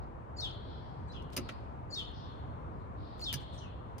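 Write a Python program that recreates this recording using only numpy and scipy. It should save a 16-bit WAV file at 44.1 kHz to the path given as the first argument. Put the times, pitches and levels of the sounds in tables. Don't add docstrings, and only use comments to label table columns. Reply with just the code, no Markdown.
import sys
import numpy as np
from scipy import signal
from scipy.fft import rfft, irfft, next_fast_len
from scipy.io import wavfile
from scipy.ndimage import uniform_filter1d, map_coordinates

SR = 44100
rng = np.random.default_rng(int(sys.argv[2]) if len(sys.argv) > 2 else 0)


def wrap_up_sound(samples):
    columns = np.atleast_2d(samples).T
    tamed = np.clip(columns, -1, 1)
    steps = np.round(tamed * 32767).astype(np.int16)
    wavfile.write(sys.argv[1], SR, steps)


N = 4 * SR


def amp(db):
    return 10 ** (np.asarray(db) / 20)


def unit_rms(x):
    return x / np.sqrt(np.mean(x ** 2) + 1e-20)


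def look_up(points, hz):
    f, value = np.transpose(points)
    return np.interp(np.log(hz + 1), np.log(f + 1), value)


def add(mix, start_s, sound):
    part = mix[..., round(start_s * SR):][..., :sound.shape[-1]]
    part += sound[..., :part.shape[-1]]


def colour(x, gain):
    n = next_fast_len(x.shape[-1] + 512)
    return irfft(rfft(x, n) * gain(np.fft.rfftfreq(n, 1 / SR)), n)[..., :x.shape[-1]]


def shape(x, spectrum):
    return colour(x, lambda f: amp(look_up(spectrum, f)))


def pan(left_db):
    return amp([[left_db / 2], [-left_db / 2]])


def convolve(x, echoes):
    return signal.fftconvolve(np.atleast_2d(x), echoes, axes=1)[:, :N]


def tail(t60, rise_s, delay_s=0):
    t = np.maximum(np.arange(2 * SR) / SR - delay_s, 0)
    wash = rng.standard_normal((2, len(t))) * (1 - np.exp(-t / rise_s)) * amp(-60 * t / t60)
    return unit_rms(wash) / np.sqrt(len(t))


def swell(peak_s):
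    t = np.arange(SR // 2) / SR / peak_s
    return (t * np.exp(1 - t)) ** 2


def ring(modes, soft_hz, spread):
    t = np.arange(SR // 2) / SR
    side_shifts = spread * rng.uniform(-1, 1, (len(modes), 2, 1))
    phases = side_shifts + rng.random((len(modes), 1, 1))
    out = np.zeros((2, len(t)))
    for (hz, db, t60, left_db), phase in zip(modes, phases):
        fade = amp(db - 60 * t / t60) / np.hypot(1, hz / soft_hz)
        out += pan(left_db) * fade * np.sin(2 * np.pi * (hz * t + phase))
    return out


# f/Hz, level/dB
RUMBLE_SPECTRUM = [(12, -62.5), (20, -31), (40, -4.5), (56, 0), (120, -4.5), (193, -13), (234, -13.5),
                   (347, -16.5), (558, -18.5), (678, -17.5), (976, -17), (1660, -31.5), (1810, -34),
                   (2320, -40.5), (3530, -51), (4180, -55), (5230, -60.5), (8890, -64.5), (16000, -82.5)]
# f/Hz, likeness (1 = the same)
RUMBLE_LIKENESS = [(30, 0.28), (80, 0.45), (130, 0.72), (220, 0.78), (400, 0.4), (800, 0.74), (1300, 0.17),
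                   (2500, 0.052), (10000, 0.068)]
# f/Hz, left minus right/dB
RUMBLE_BALANCE = [(60, 0.6), (130, -0.5), (500, 2), (1500, 3), (6000, 3)]

def city_rumble(level_db=-43.5, patchy_db=1.03, drift_db=.5, left_lead_s=.00049):
    frames, hz = N // 512 + 6, np.fft.rfftfreq(2048, 1 / SR)
    a, b, c, d, patches = rng.standard_normal((5, frames, len(hz)))
    patches = uniform_filter1d(patches, size=8, axis=0)
    patches = unit_rms(uniform_filter1d(patches, size=12, axis=1))
    drift = unit_rms(uniform_filter1d(rng.standard_normal(frames), size=30))[:, None]
    likeness, lean = look_up(RUMBLE_LIKENESS, hz), amp(look_up(RUMBLE_BALANCE, hz) / 2)
    left = a + 1j * b
    right = likeness * left + np.sqrt(1 - likeness ** 2) * (c + 1j * d)
    right *= np.exp(-2j * np.pi * hz * left_lead_s)
    strength = amp(look_up(RUMBLE_SPECTRUM, hz) + patchy_db * patches + drift_db * drift)
    spectra = np.array([left * lean, right / lean]) * strength
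    _, rumble = signal.istft(spectra.transpose(0, 2, 1), nperseg=2048, noverlap=1536)
    return amp(level_db) * unit_rms(rumble[:, :N])


# t/s, level/dB, length/s, middle f/Hz, width/Hz
DISTANT_CALLS = [(0.0, -78, 0.044, 4400, 1400), (0.577, -73, 0.29, 4635, 930),
                 (1.07, -81, 0.027, 8110, 692), (1.11, -71, 0.036, 5640, 900),
                 (1.127, -59, 0.057, 2980, 450), (1.381, -63, 0.12, 4380, 700),
                 (2.109, -66, 0.12, 4880, 1020), (2.70, -87, 0.084, 4680, 600),
                 (2.787, -77, 0.048, 4000, 600), (2.938, -65.5, 0.26, 3960, 1177),
                 (3.514, -72.5, 0.067, 8480, 1610), (3.574, -58, 0.019, 5870, 700),
                 (3.59, -69, .05, 5900, 1100)]

def distant_calls():
    out = np.zeros((2, N))
    for start_s, db, length_s, hz, width in DISTANT_CALLS:
        noise = rng.standard_normal((2, SR // 2))
        call = unit_rms(colour(noise, lambda f: np.exp(-((f - hz) / width) ** 2)))
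        add(out, start_s, amp(db) * call * swell(length_s / 1.5))
    return out


# delay t/s, level/dB
WALL_BOUNCES = [(.009, -5), (.019, -24.5), (0.03, -25.5), (.047, -13), (.086, -20), (0.104, -19.5)]

def wall_echoes(sound):
    bounces = np.zeros((2, SR // 2))
    skews_s = rng.uniform(-.00049, .0006, len(WALL_BOUNCES))
    for (delay_s, db), skew_s in zip(WALL_BOUNCES, skews_s):
        add(bounces[0], delay_s, amp([db]))
        add(bounces[1], delay_s + skew_s, amp([db]))
    return convolve(sound, bounces)


# f/Hz, level/dB
HOUSE_SPECTRUM = [(2500, 7), (3700, 3), (4280, 7), (4800, -7.5), (5400, -8.5), (6500, -6.5), (9000, -25),
                  (14000, -24)]

def yard_and_house_echoes(sound, wobble_s=.00013):
    early = amp(-15) * tail(t60=1.13, rise_s=.03)
    late = amp(-23) * tail(t60=1, rise_s=.03, delay_s=.23)
    yard = amp(-5) * tail(t60=.19, rise_s=.0078)
    wander = unit_rms(colour(rng.standard_normal(N), lambda f: np.exp(-(f / 110) ** 2)))
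    blurred = map_coordinates(sound, [np.arange(N) + wobble_s * SR * wander], order=3)
    return convolve(sound, yard) + convolve(blurred, shape(early + late, HOUSE_SPECTRUM))


# t/s, f/Hz, level/dB, roughness (0 to 1)
CHIRP_PATH = [(0, 2150, -34, .3), (.011, 2330, -13, .1), (.017, 2480, -15, .5), (.023, 2120, -12, .12),
              (.031, 2140, -2, .04), (.044, 2150, -1, .08), (.049, 2480, -2, .8), (.055, 2750, -6, .8),
              (.058, 1900, -12, .4), (.067, 1870, -1, .08), (.08, 1790, 1, .15), (.093, 1710, 2.5, .32),
              (.11, 1570, -2, .32), (.125, 1490, -7, .3), (.142, 1470, -19, .3)]
HARMONICS_DB = [-2, -24, -30, -37.5, -47]
# f/Hz, level/dB
BREATH_SPECTRUM = [(2500, -40.5), (4500, -2.5), (7000, -14), (9000, 6), (11500, -6), (14000, -25.5),
                   (16000, -33)]

def chirp(db, stretch, pitch, rasp_hz=420, rasp_depth=.12, flick_s=.018):
    times, hz, level_db, roughness = np.transpose(CHIRP_PATH)
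    t = np.arange(0, times[-1] * stretch, 1 / SR) / stretch
    noise = rng.standard_normal((4 + len(HARMONICS_DB), SR // 2))
    drift, grit, shake = (unit_rms(uniform_filter1d(row, size))[:len(t)]
                          for row, size in zip(noise, (150, 30, 20)))
    flicker = unit_rms(uniform_filter1d(noise[4:], size=50))[:, :len(t)]
    flicker[0] = 1
    rough = np.interp(t, times, roughness)
    flutter = np.sin(2 * np.pi * np.cumsum(rasp_hz * (1 + .3 * drift)) / SR) + .51 * grit
    base_hz = pitch * np.interp(t, times, hz) * (1 + rasp_depth * rough * flutter)
    phase = 2 * np.pi * np.cumsum(base_hz) / SR
    voice = sum(gain * np.cos((k + 2) * phase) * flicker[k] for k, gain in enumerate(amp(HARMONICS_DB)))
    flick = amp(-8.5) * np.exp(-(t / flick_s) ** 4) * np.cos(3 * phase)
    hiss = amp(-47) * unit_rms(shape(noise[3], BREATH_SPECTRUM))[:len(t)]
    loudness = np.sqrt(2) * amp(db + np.interp(t, times, level_db)) * (1 + .22 * rough * shake)
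    return loudness * (voice + flick + hiss)


# t/s, level/dB, length factor, pitch factor
NEAR_CHIRPS = [(.362, -39, 0.9, 1.014), (1.900, -39, 0.94, 1.012), (3.196, -38.5, .95, .995)]
# t/s, level/dB, length factor, pitch factor
FAR_CHIRPS = [(1.066, -63.5, 1.05, .935), (3.532, -67, 1.05, 0.84)]

def birdsong(left_lead_s=.00015, far_echo_boost_db=10.5):
    near, far = np.zeros((2, N))
    for track, chirps in ((near, NEAR_CHIRPS), (far, FAR_CHIRPS)):
        for start_s, db, stretch, pitch in chirps:
            add(track, start_s, chirp(db, stretch, pitch))
    left = near + far
    right = colour(left, lambda f: np.exp(-2j * np.pi * f * left_lead_s))
    voices = np.array([left, right]) + distant_calls()
    echoing = near + amp(far_echo_boost_db) * far
    return pan(left_db=3.5) * (voices + wall_echoes(echoing) + yard_and_house_echoes(echoing))


# t/s, level/dB, time to the peak/s
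WING_BRUSHES = [(1.318, -58, 0.017), (3.178, -76, 0.017), (3.392, -63, 0.02), (3.525, -64, 0.018)]
# f/Hz, level/dB
FEATHER_SPECTRUM = [(1000, -5.5), (3500, 8.5), (6000, -2), (9000, -4), (12000, -17.5), (14000, -11.5),
                    (16000, -18.5)]

def feathers():
    out = np.zeros((2, N))
    for start_s, db, peak_s in WING_BRUSHES:
        rustle = unit_rms(shape(rng.standard_normal((2, SR // 2)), FEATHER_SPECTRUM))
        add(out, start_s, amp(db) * swell(peak_s) * rustle)
    return out


# t/s, level/dB, f/Hz above which the thud is dulled
BODY_LANDINGS = [(1.367, -44, 2500), (1.3835, -36, 400), (1.489, -52, 1310), (3.338, -50.5, 1785)]
# f/Hz, level/dB, fade time t60/s, left minus right/dB
TABLE_MODES = [(128, -6, .14, 0), (205, -2, .16, 3), (233, 1, .2, 0), (298, -4, .15, 3), (358, -1, .16, -4),
               (535, -4, .11, -4), (582, -6, .08, -2), (885, -9, .07, 2), (1205, -3, .09, 0),
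               (1328, -3, .07, 1), (1600, -7, .06, -2), (2070, -4, .06, -2), (2520, -5, .05, 0)]

def thuds(rise_s=.00067, rock_at_s=3.343, rock_db=-33, rock_hz=136, rock_t60=.15):
    out, t = np.zeros((2, N)), np.arange(SR // 2) / SR
    rise = 1 - np.exp(-t / rise_s)
    for start_s, db, soft_hz in BODY_LANDINGS:
        add(out, start_s, amp(db) * rise * ring(TABLE_MODES, soft_hz, spread=.054))
    add(out, rock_at_s, amp(rock_db - 60 * t / rock_t60) * rise * np.sin(2 * np.pi * rock_hz * t))
    return out


# t/s, level/dB, decay/s, treble tilt/dB per octave, ring relative to click/dB
SHARP_CLICKS = [(1.222, -62, 0.004, -0.5, -26.5), (1.302, -59, .002, -4, -20),
                (1.332, -50.5, 0.0027, -1, -10), (1.3652, -35, 0.0019, 2, -1),
                (1.3682, -29.5, 0.00082, 5, 0.5), (1.3752, -36.5, .004, -1.5, 4),
                (1.379, -39, 0.0024, -27, -3), (1.4888, -41, 0.0031, -6.5, -36),
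                (1.492, -38, 0.0034, -13, -26), (1.498, -43, 0.0022, -8, -10), (1.522, -62, .002, 1, -20),
                (2.114, -70, 0.0035, -1, -23), (2.388, -80, 0.0035, 14, -18), (3.181, -71, 0.0026, 7, -23),
                (3.194, -53, 0.0024, -3, -19), (3.214, -50.5, 0.0023, 3, -35),
                (3.328, -30.5, 0.0014, 3.5, -12), (3.334, -40, 0.0064, -1, -1), (3.3395, -34, 0.0016, 5, 7),
                (3.3437, -48.5, 0.0016, -1, -1), (3.539, -78, 0.0036, -7, -28),
                (3.982, -54, 0.0061, 2.5, 5)]
# f/Hz, level/dB
CLICK_SPECTRUM = [(300, -5), (600, 3.5), (1200, 0), (1800, 2.5), (2600, 5.5), (5000, 1), (7500, -5.5),
                  (9600, -2.5), (12000, -13.5), (13800, -3), (15500, -16)]
# f/Hz, level/dB, fade time t60/s, left minus right/dB
BOWL_MODES = [(1680, -12, .06, 0), (2885, -7, .06, 4), (4870, -4, .03, 7), (4965, -2, .05, 8),
              (5800, -5, .025, 6), (5930, -6, .045, 8), (6950, -10, .03, 2), (8910, -12, .022, -3),
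              (9500, -6, .025, -4), (13900, -10, .018, 0)]

def clicks_and_ringing(likeness=.4, tilt_from_hz=2500, rise_s=.0003):
    clicks, ringing = np.zeros((2, 2, N))
    t = np.arange(SR // 10) / SR
    for start_s, db, decay_s, tilt_db, ring_db in SHARP_CLICKS:
        left, other = rng.standard_normal((2, len(t)))
        right = likeness * left + np.sqrt(1 - likeness ** 2) * other
        grit = colour(np.array([left, right]), lambda f: amp(
            look_up(CLICK_SPECTRUM, f) + tilt_db * np.log2(np.maximum(f / tilt_from_hz, 1))))
        burst = (1 - np.exp(-t / rise_s)) * np.exp(-t / decay_s)
        add(clicks, start_s, amp(db) * pan(left_db=1.5) * unit_rms(grit) * burst / burst.max())
        bowl = ring(BOWL_MODES, soft_hz=20000, spread=.4) / np.sqrt(len(BOWL_MODES) / 2)
        add(ringing, start_s, amp(db + ring_db) * bowl)
    return clicks, ringing


# f/Hz, level/dB
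GARDEN_SPECTRUM = [(300, -7), (2500, 2), (4800, 2.5), (5600, -8.5), (9000, -11.5), (14000, -28.5)]

def hops():
    clicks, ringing = clicks_and_ringing()
    taps = clicks + ringing + thuds()
    close = amp(-4.5) * tail(t60=.072, rise_s=.002515)
    garden = amp(-14.5) * shape(tail(t60=1, rise_s=.006), GARDEN_SPECTRUM)
    return taps + convolve(taps, close) + convolve(clicks, garden)


def scene():
    return city_rumble() + birdsong() + hops() + feathers()


def record(dry, low_cut_hz=44, high_cut_hz=15700):
    bass_cut = colour(dry, lambda f: 1 / np.hypot(1, (low_cut_hz / (f + 1)) ** 4))
    lowpass = signal.firwin(255, high_cut_hz, window=("kaiser", 8), fs=SR)
    return signal.oaconvolve(bass_cut, lowpass[None], "same")


dry = scene()
out = record(dry)
wrap_up_sound(out)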